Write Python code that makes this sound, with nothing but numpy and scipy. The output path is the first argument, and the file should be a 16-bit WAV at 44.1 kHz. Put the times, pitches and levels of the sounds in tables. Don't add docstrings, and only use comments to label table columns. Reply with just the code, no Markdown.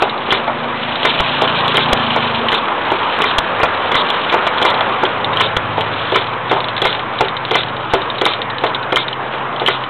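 import sys
import numpy as np
from scipy import signal
from scipy.io import wavfile
from scipy.ndimage import uniform_filter1d

SR = 44100
rng = np.random.default_rng(int(sys.argv[2]) if len(sys.argv) > 2 else 0)


def magnitude_from_level(level_db):
    exponent = np.asarray(level_db, float) / 20
    return 10 ** exponent


def generate_wav(sig):
    pcm = np.round(np.clip(np.atleast_2d(sig).T, -1, 1) * 32767).astype(np.int16)
    wavfile.write(sys.argv[1], SR, pcm)


N = 436149

# t/s, low wood level/dB, hard parts level/dB, gouge bite level/dB
TOP_STOPS = [(0.022, -1, -10, -6.5), (1.42, -3, -16, -20), (2.162, -3.5, -12.5, -23.5),
             (2.918, -2.5, -16, -16), (3.632, -1, -5, -12), (4.341, 0.5, -10, -14.5),
             (5.034, -3.5, -15.5, -22), (5.78, -5.5, -18.5, -22.5), (6.513, -3, -11, -7.5),
             (7.208, 0.5, -9, -6), (7.936, 0, -9, -6.5), (8.638, -3.5, -11.5, -9.5), (9.337, -16, -20, -16)]
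SLACK_BLOWS = [(0.288, -14.5, -19.5, -21), (1.743, -13, -14, -21.5), (3.202, -11.5, -15, -25),
               (3.6, -13.5, -14, -23), (3.919, -15.5, -14.5, -8), (4.324, -15, -11.5, -9),
               (4.618, -8.5, -15.5, -6), (6.123, -6.5, -20, -8), (6.528, -11, -15.5, -14),
               (6.821, -10, -15.5, -1.5), (7.513, -10, -14.5, -3.5), (8.216, -8, -13, -2.5),
               (8.925, -7, -10.5, -6.5), (9.617, -10, -20.5, -25)]
CRANK_SLAMS = [(0.323, -7.5, -8, -3.5, -20.5), (1.051, -6.5, -7.5, -11, -18), (1.778, -8, -9.5, -1, -15.5),
               (2.527, -9, -12.5, -1.5, -17), (3.24, -15.5, -9, -15, -18), (3.952, -12, -9, -5, -14.5),
               (4.651, -6, -8.5, -18.5, -18), (5.407, -8.5, -8.5, -5, -18.5), (6.157, -7.5, -7.5, -8, -22),
               (6.852, -6.5, -8, -11.5, -18.5), (7.553, -6, -7.5, -6, -17),
               (8.261, -7.5, -8.5, -10.5, -19.5), (8.967, -16, -8.5, -1, -19.5),
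               (9.683, -6.5, -8.5, -1, -22)]
REBOUNDS = [
    (0.48, -4.5, -18.5, -11.5),
    (1.2, -8.5, -13, -5),
    (1.929, -17.5, -19, -9.5),
    (2.684, -11, -19.5, -12),
    (3.385, -19.5, -22, -2),
    (4.469, -6.5, -11.5, -6),
    (4.81, -6.5, -16.5, -4.5),
    (5.568, -11, -21, 0),
    (6.565, -8, -24, -25),
    (6.996, -17, -20.5, -9.5),
]
# rail re plank level/dB, pin re upright level/dB, bite ring f/Hz, bite length t/s
BLOW_KINDS = [
    (-8, -5, 2700, .06),
    (-3.5, -2.5, 3350, .04),
    (-6, -0.5, 3100, 0.061),
    (-22, -1.5, 3330, .04),
]
BLOW_TABLES = (TOP_STOPS, SLACK_BLOWS, CRANK_SLAMS, REBOUNDS)
SHAVING_LAG_S = .012


def evened(x):
    return x / np.sqrt(np.mean(x ** 2) + 1e-20)


def add(mix, s, sound):
    part = mix[max(round(s * SR), 0):][:len(sound)]
    part += sound[:len(part)]


def follow(rows, column):
    rows = np.array(rows)
    return np.interp(np.arange(N) / SR, rows[:, 0], rows[:, column])


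def resonate(x, hz, width):
    phase = 2 * np.pi * np.cumsum(hz * np.ones(len(x))) / SR
    turn = np.exp(1j * phase)
    r = np.exp(-np.pi * width / SR)
    return 2 * (turn * signal.lfilter([1 - r], [1, -r], x / turn)).real


def treadle():
    # f/Hz, level/dB, t60/s
    plank_modes = [(715, 3, 0.031), (789, 1, 0.034), (856.5, 1.5, 0.034), (630, -11, 0.11)]
    # f/Hz, level/dB, t60/s
    rail_modes = [(389.4, 0, 0.11), (445, -0.5, 0.089), (486.4, 4, 0.048), (351.4, -11, 0.16)]
    # f/Hz, level/dB, t60/s
    upright_modes = [(1016, 6, 0.041), (1143.6, 10, 0.025), (1298, 8.5, 0.022), (1412, 0.5, 0.048)]
    # f/Hz, level/dB, t60/s
    pin_modes = [(2065, 8.5, 0.024), (1800, -2.5, 0.05), (2334, -2.5, 0.065), (1763, -12.5, 0.06)]
    # t/s, level/dB
    frame_jolts = [(0.322, -26), (1.048, -33.5), (1.2, -17), (1.777, -30.5), (1.929, -23.5), (2.529, -25.5),
                   (3.385, -21.5), (3.632, -19.5), (3.953, -21.5), (4.341, -31), (5.567, -40), (6.16, -27),
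                   (6.854, -25), (7.209, -20), (7.934, -14), (8.26, -33.5), (8.967, -29)]
    parts = (plank_modes, rail_modes, upright_modes, pin_modes)
    t = np.arange(6000) / SR
    out = np.zeros(N)
    onset = 1 - np.exp(-t / 0.0019)
    blows = knocks()
    luck = rng.random((len(blows), 4, 4, 2))
    chatter = rng.standard_normal((len(blows), len(t)))
    for (s, db, *rel_db), draws, noise in zip(blows, luck, chatter):
        ring = np.zeros(len(t))
        for modes, part_db, pairs in zip(parts, [0, *rel_db], draws):
            for (hz, mode_db, t60), (u, v) in zip(modes, pairs):
                tone = np.sin(2 * np.pi * hz * (.98 + 0.06 * u) * t)
                ring += magnitude_from_level(part_db + mode_db - 3.2 * v - 60 * t / t60) * tone
        hits = noise * magnitude_from_level(-36.0 - 60 * t / 0.24)
        hits[0] = 1
        knock = signal.fftconvolve(ring * onset, hits)[:len(t)]
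        add(out, s - .0005, magnitude_from_level(db + 1.5) * knock)
    for s, db in frame_jolts:
        add(out, s, -magnitude_from_level(db + 1.5) * signal.windows.hann(round(0.0045 * SR)))
    return yard(out)


def knocks():
    out = []
    for rows, (rail_db, pin_db, *_) in zip(BLOW_TABLES, BLOW_KINDS):
        for s, low_db, hard_db, *_ in rows:
            upright_db = hard_db - low_db
            out.append((s, low_db, rail_db, upright_db, upright_db + pin_db))
    return out


def yard(x):
    # t/s, level/dB
    reflections = [(.016, -12), (.025, -21.5), (0.054, -20.5), (.078, -31.5)]
    echoes = np.zeros(SR // 10)
    echoes[0] = 1
    for s, db in reflections:
        echoes[round(s * SR)] = magnitude_from_level(db)
    return signal.oaconvolve(x, echoes)[:N]


def gouge():
    return rubbing() + biting() + catching() + shaving()


def rubbing():
    flutter = evened(uniform_filter1d(rng.standard_normal(N), size=450))
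    hiss = evened(blade(fibres(N, per_s=9600, spread_db=5.5)))
    return magnitude_from_level(pressure_db() - 2.5 + 2.8 * flutter) * hiss


def pressure_db():
    # t/s, level/dB
    resting = [(0.0, -30.5), (0.5, -32.5), (1.1, -19), (2.28, -21), (2.64, -30), (3.19, -22.5),
               (3.5, -29.5), (4.24, -23.5), (4.96, -28.5), (5.5, -35), (6.08, -23.5), (6.31, -33),
               (7.13, -34.5), (8.13, -31), (8.48, -37.5), (9.47, -36.5), (9.89, -36)]
    swell_db_per_s, ease_db_per_s = 150, 111.5
    push_share = 0.47
    t = np.arange(N) / SR
    db = follow(resting, column=1)
    for rows, push_db in ((CRANK_SLAMS, -16), (TOP_STOPS, -22.5)):
        for s, low_db, *_ in rows:
            since = t - s - SHAVING_LAG_S
            fall_db = np.maximum(-swell_db_per_s * since, ease_db_per_s * since)
            db = np.maximum(db, push_db + push_share * low_db - fall_db)
    return db


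def biting():
    t = np.arange(5000) / SR
    out = np.zeros(N)
    events = bites()
    tears = fibres((len(events), len(t)), per_s=16000, spread_db=3.0)
    for (s, db, hz, length), tear in zip(events, tears):
        tear = evened(tear) * magnitude_from_level(-60 * t / max(length, .01))
        tear[0] = 11
        ring = 1.37 * resonate(resonate(tear, hz, 360), hz, 540)
        steel = 0.84 * blade(tear)
        thud = 0.46 * resonate(resonate(tear, 2200, 2400), 2100, 1500)
        add(out, s - .0005, magnitude_from_level(db) * (ring + steel + thud))
    return out


def bites():
    bite_lags = [.001, -.002, -.007, -.001]
    # first t/s, last t/s, first level/dB, last level/dB, ring f/Hz
    turn_runs = [(0.096, 0.179, -9.5, -14, 3780), (1.191, 1.28, -6, -7.5, 3030),
                 (1.59, 1.681, -3.5, -3, 3413), (2.03, 2.106, -12, -5, 2970),
                 (2.206, 2.347, -10, -9.5, 3050), (3.221, 3.312, -4.5, -8.5, 2970),
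                 (4.583, 4.744, -6.5, -4, 3500), (5.246, 5.333, -1.5, -7, 3550),
                 (5.931, 6.27, -13.5, -11, 3450), (6.605, 6.929, -6, -5.5, 3450),
                 (7.285, 7.452, -5.5, -7, 3550), (7.685, 7.85, -10, -19, 3530),
                 (8.019, 8.184, -8, -7, 3650), (8.255, 8.4186, -1, -4, 3590), (8.502, 8.748, -11, -3, 3740),
                 (9.003, 9.0825, -11, -7, 3600), (9.77, 9.839, -20, -11, 3030)]
    # t/s, level/dB, ring f/Hz
    single_bites = [(0.241, -18, 3570), (0.3067, -2.5, 3080), (0.957, -7, 3740), (1.0317, -3.5, 2980),
                    (6.497, -9.5, 3660), (1.442, -9.5, 3260), (1.477, -4.5, 2950), (1.7215, -5, 2880),
                    (1.756, -0.5, 3530), (2.0687, -11.5, 3040), (2.486, -2, 3000), (2.9046, -10.5, 2920),
                    (3.616, -8, 2960), (4.089, -10, 3750), (4.1035, -4, 3420), (4.6255, -2.5, 3190),
                    (5.0536, -5, 3160), (8.83, -13.5, 3670), (5.372, -4, 3100), (5.8097, -3, 3002),
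                    (6.166, -4.5, 3050), (6.644, -7, 3460), (6.780, -2.5, 3500), (6.95, -8.5, 3560),
                    (7.189, -7.5, 3680), (7.635, -6.5, 3470), (9.13, -12, 3020), (9.563, -14, 3220),
                    (9.599, -5.5, 3500), (9.663, -1.5, 3020)]
    turn_s, bite_s = .082, .046
    out = []
    for rows, (*_, hz, length), lag in zip(BLOW_TABLES, BLOW_KINDS, bite_lags):
        for row in rows:
            out.append((row[0] + lag, row[3], hz, length))
    for first, last, first_db, last_db, hz in turn_runs:
        for u in np.linspace(0, 1, round((last - first) / turn_s) + 1):
            out.append((first + u * (last - first), first_db + u * (last_db - first_db), hz, bite_s))
    return out + [(*row, bite_s) for row in single_bites]


def catching():
    # t/s, level/dB, length t/s
    dig_ins = [
        (1.204, -9, .004),
        (1.929, -5, .006),
        (3.384, -5, .006),
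        (5.568, -7, .0035),
    ]
    t = np.arange(5000) / SR
    out = np.zeros(N)
    for (s, db, length), jam in zip(dig_ins, rng.standard_normal((len(dig_ins), len(t)))):
        held = np.clip(4 * (1.25 - t / length), 0, 1)
        burst = evened(blade(jam) + 1.7 * resonate(jam, 710, 700))
        add(out, s, magnitude_from_level(db) * (burst - .35) * held)
    return out


def shaving():
    shaving_s = .062
    t = np.arange(5000) / SR
    out = np.zeros(N)
    held = np.clip(t / 0.0016, 0, 1) * np.clip((shaving_s - t) / 0.0081, 0, 1)
    tears = fibres((len(CRANK_SLAMS), len(t)), per_s=6000, spread_db=0.0)
    for (s, *_, db), tear in zip(CRANK_SLAMS, tears):
        peel = evened(resonate(resonate(tear, 3520, 990), 3600, 1000))
        add(out, s + SHAVING_LAG_S, magnitude_from_level(db - 85 * t) * peel * held)
    return out


def fibres(shape, per_s, spread_db):
    ticks = rng.standard_normal(shape)
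    size_db = spread_db * np.clip(rng.standard_normal(shape), -2, 2)
    return ticks * magnitude_from_level(size_db) * (rng.random(shape) < per_s / SR)


def blade(x):
    # f/Hz, width f/Hz, level/dB
    blade_modes = [(3087, 565, 0), (3500, 119, 3), (3780, 720, -3), (2330, 310, -1.5)]
    out = 0
    for k, (hz, width, db) in enumerate(blade_modes):
        out = out + (-1) ** k * magnitude_from_level(db) * resonate(resonate(x, hz, width), hz, 2 * width)
    return out


def street():
    # t/s, level/dB
    roar_curve = [(0.0, -23), (0.61, -23.5), (1.82, -19.5), (2.31, -20.5), (2.67, -20.5), (2.97, -19.5),
                  (4.24, -19.5), (4.74, -18), (5.76, -23), (6.72, -23.5), (6.94, -24.5), (8.7, -24.5),
                  (9.12, -26), (9.5, -23.5), (9.89, -27)]
    # f/Hz, density level/dB
    roar_spectrum = [(120, -32), (200, -11), (319, -16), (372, -7), (495, -2), (683, -3.5), (1020, 1),
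                     (1600, -6), (3270, -17.5), (3820, -23), (4400, -49.5), (5720, -72), (9680, -120)]
    # f/Hz, density level/dB
    rumble_spectrum = [(18, -37.5), (30, -19), (48, -55), (107, 6.5), (172, -8.5), (232, 6), (276, -0.5),
                       (350, 4), (460, -28.5), (770, -120)]
    roar_db = follow(roar_curve, column=1)
    rumble_db = -33.5 + 0.54 * (roar_db + 21.5)
    roar = magnitude_from_level(roar_db + 2.5) * wash(roar_spectrum, patchy_db=1.5)
    rumble = magnitude_from_level(rumble_db) * wash(rumble_spectrum, patchy_db=1.0)
    return roar + rumble + engines()


def engines():
    # t/s, firing f/Hz, low orders level/dB, exhaust orders level/dB
    van = [(0.0, 24.52, -46, -39.5), (0.77, 26.76, -38, -36.5), (1.05, 27.36, -39, -36),
           (1.83, 28.7, -32.5, -31.5), (2.07, 26.4, -35.5, -27.5), (2.37, 25.97, -34, -26.5),
           (2.52, 25.5, -37.5, -35.5), (2.65, 25.4, -50, -31)]
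    # multiple, level/dB
    body_orders = [(3, -11.5), (4, -3), (5, -0.5), (6, -1.5)]
    # multiple, level/dB
    pipe_orders = [(8, -1), (9, 1.5), (10, -4)]
    # t/s, firing f/Hz, level/dB
    idler = [(2.7, 26.4, -48), (3.02, 27.4, -47), (3.78, 25.4, -44), (4.08, 27.7, -50),
             (4.62, 24.25, -40.5), (5.04, 24.5, -45), (5.36, 25.84, -35.5), (6.7, 26.4, -39.5),
             (9.89, 26.52, -49.5)]
    # multiple, level/dB
    idler_orders = [(3, -10.5), (4, 0), (6, -2.5), (8, -11.5)]
    # t/s, f/Hz, level/dB
    drone_curve = [(4.6, 119.0, -49.5), (4.85, 119.1, -39.5), (5.45, 122, -35), (9.58, 130.8, -40),
                   (9.89, 127.6, -32)]
    body = engine(van, body_orders, blur_hz=4, fuzz=.3, column=2)
    exhaust = engine(van, pipe_orders, blur_hz=6.6, fuzz=.45, column=3)
    pipe = resonate(exhaust, hz=237, width=36)
    idling = engine(idler, idler_orders, blur_hz=2.7, fuzz=0.54, column=2)
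    drone = engine(drone_curve, [(1, 0.0034)], blur_hz=7.2, fuzz=.3, column=2)
    return body + pipe + idling + drone


def engine(rows, orders, blur_hz, fuzz, column):
    t, out = np.arange(N) / SR, np.zeros(N)
    for multiple, db in orders:
        hz = multiple * follow(rows, column=1)
        steady = np.sqrt(2) * np.sin(2 * np.pi * np.cumsum(hz) / SR)
        noise = rng.standard_normal(N)
        wavering = evened(resonate(resonate(noise, hz, blur_hz), hz, blur_hz))
        out += magnitude_from_level(db) * (steady + fuzz * wavering)
    fade = np.clip(np.minimum(t - rows[0][0], rows[-1][0] - t) / 0.091, 0, 1)
    return magnitude_from_level(follow(rows, column)) * fade * out


def wash(spectrum, patchy_db):
    frames, hz = N // 256 + 5, np.fft.rfftfreq(1024, 1 / SR)
    a, b, patches = rng.standard_normal((frames, 513, 3)).T
    patches = uniform_filter1d(patches, size=10, axis=0)
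    patches = evened(uniform_filter1d(patches, size=14, axis=1))
    f, db = np.transpose(spectrum)
    colour_db = np.interp(np.log(hz + 1), np.log(f + 1), db)
    z = (a + 1j * b) * magnitude_from_level(colour_db[:, None] + patchy_db * patches)
    return evened(signal.istft(z, nperseg=1024, noverlap=768)[1][:N])


def scene():
    return (treadle() + gouge() + street())[None]


def low_pass(x):
    return signal.sosfilt(signal.butter(12, 15900, fs=SR, output="sos"), x)


def record(dry):
    edge_hz, knee, ceiling, offset = 4047, .65, .715, -.006
    lowpass = signal.firwin(161, edge_hz, window=("kaiser", 9), fs=SR)
    narrow = signal.oaconvolve(dry, lowpass[None], "same")
    room = ceiling - knee
    over = np.maximum(abs(narrow) - knee, 0)
    held = np.clip(narrow, -knee, knee) + np.sign(narrow) * room * np.tanh(over / room)
    return low_pass(held + offset)


dry = scene()
out = record(dry)
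generate_wav(out)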